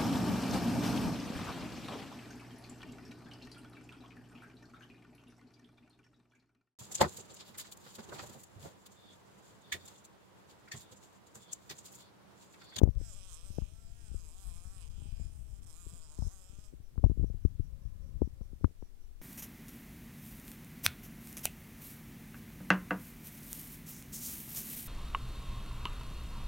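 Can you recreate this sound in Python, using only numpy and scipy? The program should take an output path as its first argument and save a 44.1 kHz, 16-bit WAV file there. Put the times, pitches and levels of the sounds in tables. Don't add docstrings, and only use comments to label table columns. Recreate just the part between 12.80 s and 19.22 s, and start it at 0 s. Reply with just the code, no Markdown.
import sys
import numpy as np
from scipy import signal
from scipy.io import wavfile
from scipy.ndimage import uniform_filter1d

SR = 44100
rng = np.random.default_rng(int(sys.argv[2]) if len(sys.argv) > 2 else 0)


def makeup_ratio(level_db):
    decades = np.asarray(level_db, float) / 20
    return 10 ** decades


def persist_wave(psi):
    counts = np.round(np.clip(psi, -1, 1) * 32767).astype(np.int16)
    wavfile.write(sys.argv[1], SR, np.atleast_2d(counts).T)


N = 282933
T = np.arange(N) / SR

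# (frequency [Hz], density [dB per Hz])
ROOM = [(25, -83.5), (35, -70.5), (50, -95), (70, -90), (100, -96), (140, -105.5), (200, -99), (400, -101),
        (600, -106), (1000, -111), (1500, -113), (5000, -115), (8000, -115.5), (14000, -119)]
# (frequency [Hz], density [dB per Hz])
MUFFLED = [(25, -62), (70, -100), (140, -95.5), (300, -96.5), (600, -107), (1000, -110.5), (2500, -115),
           (5000, -117), (14000, -117.5)]
# (frequency [Hz], level [dB])
HUM = [
    (50, -65.5),
    (100, -66),
    (390, -85.5),
]
DRONE_S, DRONE_DB = 5.95, 8
# (time [s], level [dB])
WHINE = [(0, -86), (.2, -72.5), (.3, -110), (4.75, -110), (4.9, -78), (5.3, -76), (5.7, -83.5),
         (5.95, -105), (6.42, -110)]
# (frequency [Hz], width [Hz], level [dB])
WHINE_LINES = [(545, 10, 4), (1050, 41, -4), (1710, 8.1, -13), (1250, 30, -12), (249, 81, -5.5),
               (460, 28, -6)]
CHIRP_START, CHIRP_GAP = .08, .197

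# (time [s], slow kneading level [dB])
GRIP = [(0, -53), (.21, -38.5), (.29, -48.5), (1.0, -50), (1.38, -42), (1.52, -53.5), (1.69, -45.5),
        (2.05, -48.5), (2.22, -38), (2.6, -43), (3.14, -53), (4.07, -57), (4.2, -40), (5.05, -42.5),
        (5.3, -43), (5.78, -48.5), (5.92, -60), (6.39, -59)]
# (time [s], quick creep level [dB])
SCUFFS = [(0.049, -36), (.6, -82), (.81, -55), (2.22, -64), (2.42, -62), (3.14, -53.5), (3.44, -50),
          (4.2, -55), (4.43, -46), (5.3, -61), (5.4, -53.5), (5.858, -53.5)]
CREEP_DB, SCUFF_S, SCUFF_KNEAD_DB = -30.5, 0.038, 5.5
# (time [s], pressure [dB], half rise [ms])
PRESSES = [(0.022, -12.5, 5.9), (0.1565, -20.5, 3.7), (0.785, -19, 0.73), (0.7904, -23.5, 1.57),
           (.055, -17, 3.4), (1.3146, -29.5, 1.64), (1.673, -20, 5.9), (1.8714, -25.5, 4.2),
           (2.3664, -27, 5.2), (2.3983, -26.5, 1.5), (2.411, -23, 3.45), (3.388, -19.5, 1.89),
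           (3.401, -20.5, 3.96), (3.4224, -16, 1.77), (3.4697, -18.5, 2.3), (4.001, -32.5, 2),
           (4.1788, -15.5, 1.63), (4.261, -10, 1.8), (4.2975, -12, 1.54), (4.3158, -18, 2),
           (4.3757, -17, 3), (4.395, -13.5, 1.9), (4.4115, -20, 1.9), (4.4425, -16, 1.17),
           (4.502, -20, 2.5), (5.261, -38, 1.5), (5.352, -21.5, 4.2), (5.6116, -26.5, 1.27),
           (5.732, -28.5, 2.4), (5.8436, -5.5, 1.06), (5.854, -20, 1.8), (5.866, -33, 2),
           (5.8364, -26, 1.3), (5.432, -28, 2.3), (3.948, -32, 3.7), (3.695, -35, 3.06), (3.72, -44, 2.94),
           (2.327, -31.5, 2.6), (2.2, -35, 1.8), (2.219, -32, 1.46), (5.052, -27, 2.7), (5.205, -31.5, 3.3),
           (5.248, -38, 3.1), (5.291, -30, 2.2), (5.365, -22, 3.9), (5.409, -19, 3.1), (5.443, -18.5, 3.5),
           (6.0255, -29.5, 1.63)]
# (time [s], pressure [dB], half rise [ms])
LIFTS = [(0.0341, 0.5, 1.1), (0.052, -18, 2.8), (0.064, -24.5, 0.9), (5.341, -30, 2.5),
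         (0.0733, -14.5, 1.9), (0.088, -13, 1.5), (0.1701, -16.5, 2.33), (0.2017, -17, 4.6),
         (0.7028, -26.5, 1.8), (0.8188, -17.5, 3), (1.3483, -17, 6), (2.1979, -40, 1.94),
         (2.2561, -26.5, 2.3), (2.322, -16.5, 6.6), (2.452, -30, 2.71), (3.0678, -27.5, 2.25),
         (3.134, -30.5, 2.84), (3.45, -17.5, 5.2), (3.786, -33, 1.46), (4.4259, -14, 2.64),
         (4.5453, -22, 2.74), (5.056, -27.5, 5.1), (3.731, -36.5, 2), (5.861, -30, 1.56), (5.818, -31, 2.8),
         (3.941, -37, 1.44)]
# (time [s], pressure [dB], width [ms])
SLIPS_ON = [(0.9194, -53, 0.95), (1.3437, -38, 0.67), (3.0646, -42.5, 0.77), (3.386, -34.5, 0.86),
            (3.4227, -35, 0.36), (4.194, -40.5, 0.68), (4.231, -33, 0.79), (4.3132, -30, 0.72),
            (4.41, -41, 0.68), (4.4324, -32.5, 0.68), (4.4419, -27.5, 0.88), (4.499, -39, 0.59),
            (4.65, -19.5, 0.9), (5.418, -11, 0.74), (5.608, -41, 0.7), (5.614, -43.5, 0.64),
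            (5.7302, -40, 0.84), (5.81, -44, 0.63), (5.274, -55, 0.77), (5.909, -52, 0.67),
            (3.926, -48, 0.61), (6.0243, -33.5, 0.69)]
# (time [s], pressure [dB], width [ms])
SLIPS_OFF = [(0.0152, -14.5, 0.66), (.033, -9, 0.89), (0.0522, -28, 0.66), (0.0752, -27.5, 0.51),
             (0.169, -34.5, 0.99), (.212, -36.5, 0.64), (0.7836, -26, 0.49), (2.218, -72, 0.74),
             (2.396, -44, 0.62), (3.467, -36, 0.88), (3.9353, -39, 0.76), (4.2399, -18, 0.39),
             (4.2632, -28.5, 0.77), (4.2993, -30, 0.79), (4.3724, -35, 0.68), (4.397, -34, 0.78),
             (4.5411, -43, 0.65), (4.7974, -30.5, 0.82), (5.473, -32, 0.93), (5.845, -18.5, 0.96),
             (2.497, -53, 0.82), (5.879, -49, 0.52), (4.157, -50, 0.45), (0.7812, -38, 0.68),
             (0.738, -55, 0.45), (3.703, -59, 0.59)]
# (time [s], pressure [dB], half rise [ms], rebound [dB])
THUMPS = [
    (4.241, -2, 1.8, -11.5),
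    (4.65, -5.5, 2, -7.5),
    (4.7952, -12.5, 2.47, -3),
    (5.4187, -9.5, 1.22, -13),
]
REBOUND_S, REBOUND_MS = 0.00957, 2.8
# (time [s], level [dB], frequency [Hz])
KNOCKS = [(.0158, -34, 750), (.034, -40, 790), (.0343, -37.5, 2050), (.0745, -49, 900), (.7838, -40, 740),
          (0.8195, -50, 970), (.088, -52, 900), (.053, -55, 1300), (.005, -43, 800), (1.312, -64, 801),
          (3.386, -49, 794), (3.421, -60, 902), (4.156, -63, 845), (4.178, -42.5, 1050), (4.238, -38, 700),
          (4.261, -53, 900), (4.313, -51, 900), (4.443, -69, 935), (4.649, -48, 960), (5.4184, -39.5, 800),
          (5.474, -60, 835), (4.541, -60, 695), (5.613, -56, 875), (5.8442, -24, 1087), (6.024, -47.5, 840),
          (2.219, -59, 993), (2.497, -68, 702), (5.413, -56, 880), (5.73, -61, 696)]
CRACK_RATIO, CRACK_DB = 1.64, -16.5
# (time [s], level [dB], clicks in a row [count])
TICKS = [
    (0.0343, -31, 7),
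    (0.105, -46.5, 1),
    (0.152, -44, 1),
    (4.242, -44.5, 6),
    (5.844, -40, 1),
]

# (time [s], wing rate [beats per s], wing slap level [dB])
LUNGE = [(0.165, 250, -64), (0.2, 260, -64), (0.255, 230, -55.5), (0.29, 223, -54.5), (0.34, 172, -52),
         (0.355, 190.3, -56.5), (0.37, 207, -56.5), (0.405, 186, -57)]
JERK = [(0.425, 192.3, -63), (0.45, 189.7, -56), (0.485, 187.5, -58.5), (0.53, 157, -51),
        (0.545, 152.6, -49), (0.58, 163.9, -60), (0.63, 173.8, -61.5), (0.665, 195.7, -57.5)]
COAST = [(0.685, 194.7, -56.5), (0.715, 190.7, -62), (0.735, 198.3, -61.5), (0.795, 203, -65),
         (0.86, 193, -66.1), (0.925, 220.4, -67), (1.026, 225.9, -67), (1.061, 220.8, -66),
         (1.17, 235.7, -67)]
HAUL = [(1.215, 232.9, -64.5), (1.271, 214.5, -59.5), (1.305, 200.3, -64.5), (1.375, 180, -57),
        (1.404, 176.6, -58), (1.43, 158.7, -63), (1.449, 159.5, -58.5), (1.485, 147.2, -58)]
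TUG = [(1.505, 154.2, -57.5), (1.525, 174.2, -61.5), (1.61, 198.9, -58), (1.64, 193.4, -55.5),
       (1.66, 181.2, -57.5), (1.685, 183.4, -56.5), (1.73, 165.8, -58.5), (1.744, 166, -56.5)]
WRENCH = [(1.765, 168.9, -57), (1.825, 174.1, -60.5), (1.85, 189.4, -58.5), (1.89, 184, -61),
          (1.945, 194.5, -59), (2.015, 176, -57), (2.06, 147.7, -60.5), (2.075, 152.2, -62)]
REST = [(2.098, 170.5, -67.5), (2.115, 174.1, -64), (2.145, 183.5, -67.5), (2.18, 195.1, -66),
        (2.215, 203.4, -63.5), (2.24, 195.1, -62.5), (2.34, 224.2, -68), (2.415, 222.5, -60.5)]
HANG = [(2.435, 219.7, -61), (2.505, 223.4, -68.5), (2.55, 212.8, -65), (2.665, 216, -68.5),
        (2.755, 192.1, -64.5), (2.775, 202.9, -65), (2.81, 196, -69), (2.82, 187.9, -65.5)]
THRASH = [(2.845, 191.5, -58.5), (2.865, 189.5, -60), (2.89, 167.6, -59), (2.925, 151.6, -57.5),
          (2.95, 156.7, -57.5), (2.984, 175.1, -58.5), (3.015, 178.4, -54), (3.065, 159.6, -56)]
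GRIND = [(3.085, 165, -55), (3.1, 164.9, -54), (3.12, 169.4, -58), (3.17, 171.1, -56), (3.2, 157.6, -57.5),
         (3.24, 158.2, -59.5), (3.265, 150.5, -61), (3.295, 149.1, -61)]
KICK = [(3.315, 150.9, -57), (3.34, 152.1, -59), (3.375, 170.2, -60.5), (3.41, 176.3, -60.5),
        (3.44, 162, -60.5), (3.475, 156.8, -55.5), (3.495, 164.6, -62), (3.515, 189.4, -58)]
TIRE = [(3.535, 193.7, -57.5), (3.625, 183, -59.5), (3.7, 185.8, -64), (3.83, 212.7, -64.5),
        (3.86, 204.7, -63.5), (3.9, 209, -68.5), (3.92, 219.4, -77), (3.975, 212, -76)]
BOUTS = [LUNGE, JERK, COAST, HAUL, TUG, WRENCH, REST, HANG, THRASH, GRIND, KICK, TIRE]
# (high rattle [dB], wing tone [dB], body twist [dB per half octave], scrape [0-1])
POSTURE = [(-63, -65, -1.5, 1), (-63, -64.5, 4.5, 0.74), (-65.5, -64.5, 1.5, 1), (-66, -67, -4, 0),
           (-66, -64.5, 3, .3), (-66, -64, 0, 0.44), (-63.5, -66, 0, 0.99), (-69, -67.5, 3, 0.26),
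           (-64.5, -66, 1, 0.01), (-66.5, -65.5, -3.5, 0), (-62, -63, -1, 0), (-68.5, -66, -4.5, 0.29)]
EASY_DB, RATTLE_FOLLOWS, TONE_FOLLOWS, SHIFT_S = -52.5, 0.33, 0.43, 0.21
# (third [dB], fifth [dB], sixth [dB], seventh [dB], buzz [dB])
STROKE = [(9, -1.5, 6, 3.5, -14), (0.5, -9, 0, 1.5, -9.5), (6, -4, 0.5, -3.5, -14), (-4, -8, 1, 2.5, -19.5),
          (-5, -2, 3, -1.5, -9.5), (-4.5, -5, 5, 2, -10.5), (3, 0, -4.5, -2, -31), (5, -3, -1, -5, -21),
          (-17, -4, -1, 2, -10), (-4, -11, 4, 0, -13.5), (-7, -4, 2, 1, -10.5), (5.5, -3.5, 2.5, -2.5, -18)]
SECOND_DB, UPPER_FALL_DB = -9.5, -3.5
# (time [s], length [s])
STUMBLES = [
    (2.088, 0.0093),
    (2.802, .016),
    (2.838, 0.0024),
    (2.852, 0.0085),
]
# (frequency [Hz], width [Hz], level [dB])
SLAP = [(6600, 700, -4), (7350, 700, 0), (8200, 850, 0), (9150, 900, -2.5), (10200, 1000, -11),
        (11300, 1300, -9), (14800, 4000, -21)]
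# (frequency [Hz], width [Hz], level [dB])
RATTLE = [
    (2500, 520, -4.5),
    (3200, 600, -2),
    (4050, 800, -16),
    (5100, 440, 0),
    (5850, 800, -7),
]
# (time [s], level [dB], half length [s])
TOUCHES = [(0.48, -65, 0.21), (0.825, -70, 0.097), (1.342, -74, 0.21), (1.723, -71.5, 0.17),
           (2.029, -66, 0.061), (2.245, -68.5, 0.093), (2.426, -76.5, 0.076), (3.088, -73, 0.25),
           (3.719, -76, 0.18), (2.15, -83, 0.038), (2.351, -80, .06)]
LOOSE_DB = -79


def evened(x):
    return x / np.sqrt(np.mean(x ** 2) + 1e-20)


def read(points, hz):
    f, value = np.transpose(points)
    return np.interp(np.log(hz + 1), np.log(f + 1), value)


def curves(rows):
    s, *columns = np.transpose(rows)
    return [np.interp(T, s, c) for c in columns]


def drift(per_s):
    return np.interp(T * per_s, np.arange(3000), rng.standard_normal(3000)) * 1.2


def resonate(x, hz, width, order=1):
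    turn = np.exp(2j * np.pi * np.cumsum(hz * np.ones(N)) / SR)
    r = np.exp(-np.pi * width / SR)
    low = x / turn
    for _ in range(order):
        low = signal.lfilter([1 - r], [1, -r], low)
    return 2 * (turn * low).real


def hiss(points, patchy_db):
    frames, hz = N // 512 + 5, np.fft.rfftfreq(2048, 1 / SR)
    a, b, patch = rng.standard_normal((frames, 1025, 3)).T
    patch = uniform_filter1d(patch, size=8, axis=0)
    patch = evened(uniform_filter1d(patch, size=4, axis=1))
    white = evened(signal.istft(a + 1j * b, nperseg=2048, noverlap=1536)[1])
    z = signal.stft(white, nperseg=2048, noverlap=1536)[2]
    z = z * makeup_ratio(read(points, hz)[:, None] + patchy_db * patch)
    return np.sqrt(SR / 2) * signal.istft(z, nperseg=2048, noverlap=1536)[1][:N]


def room_hum():
    out = 0
    for hz, db in HUM:
        swell_db = DRONE_DB * (hz > 300) * np.clip((T - DRONE_S) / 0.092, 0, 1)
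        level = makeup_ratio(db + 3.3 * drift(6.5) + swell_db)
        out = out + level * np.sin(2 * np.pi * (hz * T + 0.55 * drift(8.6)))
    return out


def far_whine():
    out = 0
    for hz, width, db in WHINE_LINES:
        out = out + makeup_ratio(db) * evened(resonate(rng.standard_normal(N), hz, width))
    return makeup_ratio(curves(WHINE)[0]) * out


def cricket():
    phase = (T - CHIRP_START) / CHIRP_GAP % 1
    gate = np.clip(phase / .14, 0, 1) * np.clip((.66 - phase) / .42, 0, 1) * makeup_ratio(drift(42.))
    return makeup_ratio(-76.5) * gate * evened(resonate(rng.standard_normal(N), 5720, 420, order=2))


def add(mix, s, sound):
    part = mix[max(round(s * SR), 0):][:len(sound)]
    part += sound[:len(part)]


def push(ms):
    u = np.arange(3000) / (SR * ms / 1000)
    return (u / 2) ** 2 * np.exp(2 - u) * (1 - np.exp(-(u / .6) ** 2))


def flick(ms):
    u = np.arange(600) / (SR * ms / 1000) - 3
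    return -u * np.exp((1 - u ** 2) / 2) * (1 - np.exp(-(2 * u + 6) ** 2))


def vented(x):
    turn = 2 * np.pi * 44.9
    return signal.lfilter(*signal.bilinear([1, 0, 0], [1, turn / 0.79, turn ** 2], SR), x)


def creep(per_s, sizes_ms):
    out = 0
    for ms in sizes_ms:
        train = rng.standard_normal(N) * (rng.random(N) < per_s / SR)
        soft = uniform_filter1d(np.roll(push(ms), 200), size=max(round(ms * SR / 1000), 1))
        out = out + signal.oaconvolve(train, soft)[:N] / np.sqrt(ms)
    return evened(vented(out))


def kneading():
    scuff = np.zeros(N)
    for s, db in SCUFFS:
        scuff = scuff + makeup_ratio(db) * np.exp(-((T - s) / SCUFF_S) ** 2)
    knead = makeup_ratio(curves(GRIP)[0])
    slow = (knead + makeup_ratio(SCUFF_KNEAD_DB) * scuff) * creep(180., (2.1, 3.2, 5.))
    quick = (makeup_ratio(CREEP_DB) * knead + scuff) * creep(250., (.6, 1.1))
    return slow + quick


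def knock(hz):
    cycles = np.arange(400) * hz / SR
    envelope = (cycles / 0.34) * np.exp(1 - cycles / 0.5) * (1 - np.exp(-(cycles / 0.35) ** 2))
    return np.sin(2 * np.pi * cycles) * envelope


def port_pressure():
    air = np.zeros(N)
    gestures = ((push, 1, PRESSES), (push, -1, LIFTS), (flick, 1, SLIPS_ON), (flick, -1, SLIPS_OFF))
    for shape, direction, rows in gestures:
        for s, db, ms in rows:
            add(air, s, direction * makeup_ratio(db) * shape(ms))
    for s, db, ms, rebound_db in THUMPS:
        add(air, s, makeup_ratio(db) * push(ms))
        add(air, s + REBOUND_S, makeup_ratio(db + rebound_db) * push(REBOUND_MS))
    for s, db, hz in KNOCKS:
        crack = makeup_ratio(CRACK_DB + 0.43 * (db + 31)) * knock(CRACK_RATIO * hz)
        add(air, s, makeup_ratio(db + 0.5) * (knock(hz) + crack))
    air = signal.lfilter(*signal.butter(2, 2500., fs=SR), air)
    return vented(air)


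def fast_ticks():
    ticks = np.zeros(N)
    for s, db, repeats in TICKS:
        for k in range(max(round(repeats), 1)):
            add(ticks, s + k / 6050., makeup_ratio(db) * np.array([.5, 1, .5]))
    return signal.sosfilt(signal.butter(2, 800., "high", fs=SR, output="sos"), ticks)


def by_bout(table):
    bout = np.maximum(np.searchsorted([rows[0][0] for rows in BOUTS], T) - 1, 0)
    return uniform_filter1d(np.array(table, float)[bout].T, size=round(SHIFT_S * SR), axis=1)


def effort():
    hz, slap_db = curves(sum(BOUTS, []))
    rattle_db, tone_db, twist_db, rough = by_bout(POSTURE)
    over_db = slap_db - EASY_DB
    dying_db = np.minimum(over_db + 12, 0)
    rattle_db = rattle_db + RATTLE_FOLLOWS * over_db + dying_db - slap_db
    tone_db = tone_db + TONE_FOLLOWS * over_db + dying_db / 2 - slap_db
    return hz, slap_db, rattle_db, tone_db, twist_db, rough


def body(x, modes, wander_db, tilt_db):
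    out = 0
    for k, (hz, width, db) in enumerate(modes):
        lean_db = tilt_db * np.clip(4 * np.log2(hz / 8200.), -.6, .8) * (hz > 7000)
        ring = resonate(x, hz * (1 + .012 * drift(9.)), width, order=2)
        out = out + (-1) ** k * makeup_ratio(db + lean_db + wander_db * drift(12.)) * ring
    return out / np.sqrt(uniform_filter1d(out ** 2, size=3000) + 1e-12)


def wing_slap(clicks, puff, noise, rough, twist_db):
    drive = clicks + noise * (.14 * puff + .04 * np.clip(rough, 0, 1))
    drive = drive + .3 * np.roll(drive, round(.0011 * SR))
    return body(drive, SLAP, wander_db=2.6, tilt_db=twist_db / 2)


def high_rattle(knocks):
    rattle = body(knocks, RATTLE[3:], wander_db=2, tilt_db=0) * makeup_ratio(1.8 * drift(9.) + 1.5 * drift(30.))
    buzz_db = by_bout(STROKE)[4]
    return rattle - makeup_ratio(buzz_db + 1.5) * evened(resonate(knocks, 4050., 1300., order=2))


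def low_rattle(knocks):
    coupling = makeup_ratio(LOOSE_DB)
    for s, db, half in TOUCHES:
        coupling = coupling + makeup_ratio(db) * np.exp(-((T - s) / half) ** 2)
    release = np.clip((TIRE[-2][0] - T) / .03, 0, 1)
    return body(knocks, RATTLE[:3], wander_db=2.2, tilt_db=0) * coupling * release


def wing_tone(turns, stroke_level, strain, noise):
    third_db, fifth_db, sixth_db, seventh_db, _ = by_bout(STROKE)
    partials_db = [SECOND_DB, third_db, 0, fifth_db, sixth_db]
    partials_db += [seventh_db + UPPER_FALL_DB * k for k in range(6)]
    tone = 0
    for partial, db in enumerate(partials_db, start=2):
        tone = tone + makeup_ratio(db + 2 * drift(11.)) * np.cos(2 * np.pi * (partial * turns + rng.random()))
    tone = evened(tone) * uniform_filter1d(stroke_level, size=60)
    tone = tone + .22 * strain * evened(resonate(noise, 1250., 500.))
    return tone / np.sqrt(uniform_filter1d(tone ** 2, size=4000))


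def wings_free():
    alive = np.clip((T - LUNGE[0][0]) / 0.044, 0, 1) * np.clip((TIRE[-1][0] - T) / 0.017, 0, 1)
    for s, length in STUMBLES:
        outside = abs(T - s - length / 2) - length / 2
        alive = alive * np.clip(0.078 + outside / 0.0014, .08, 1)
    return alive


def fly():
    hz, slap_db, rattle_db, tone_db, twist_db, rough = effort()
    strain = np.clip((215 - hz) / 50, 0, 1)
    turns = np.cumsum(hz * (1 + (.003 + .013 * strain) * drift(70.))) / SR
    strength = makeup_ratio(1.6 * rng.standard_normal((2000, 2)))
    down = np.floor(turns).astype(int)
    up = np.floor(turns + 0.66 + 0.023 * drift(170.)).astype(int)
    downstrokes = np.diff(down, prepend=0) * strength[down, 0]
    upstrokes = np.diff(up, prepend=0) * strength[up, 1]
    clicks = downstrokes + (0.56 + .5 * np.clip(rough, 0, 1)) * upstrokes
    puff = np.exp(-(turns % 1) / hz / 0.00024) * strength[down, 0]
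    noise = rng.standard_normal(N)
    knocks = downstrokes + .4 * clicks + (.026 + .028 * strain) * noise
    sound = wing_slap(clicks, puff, noise, rough, twist_db)
    sound = sound + makeup_ratio(rattle_db) * high_rattle(knocks)
    sound = sound + makeup_ratio(tone_db) * wing_tone(turns, strength[down, 1], strain, noise)
    return wings_free() * (makeup_ratio(slap_db + 0.58 * drift(45.)) * sound - low_rattle(knocks))


def scene():
    right = hiss(ROOM, patchy_db=.7) + room_hum() + far_whine() + cricket() + fly()
    left = hiss(MUFFLED, patchy_db=.7) + kneading() + port_pressure() + fast_ticks()
    return np.array([left, right])


def low_pass(x):
    return signal.sosfilt(signal.butter(12, 15850, fs=SR, output="sos"), x)


def record(dry):
    lowpass = signal.firwin(511, 15850, window=("kaiser", 9), fs=SR)
    mix = signal.oaconvolve(dry, lowpass[None], "same")
    return low_pass(mix)


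dry = scene()
out = record(dry)
persist_wave(out)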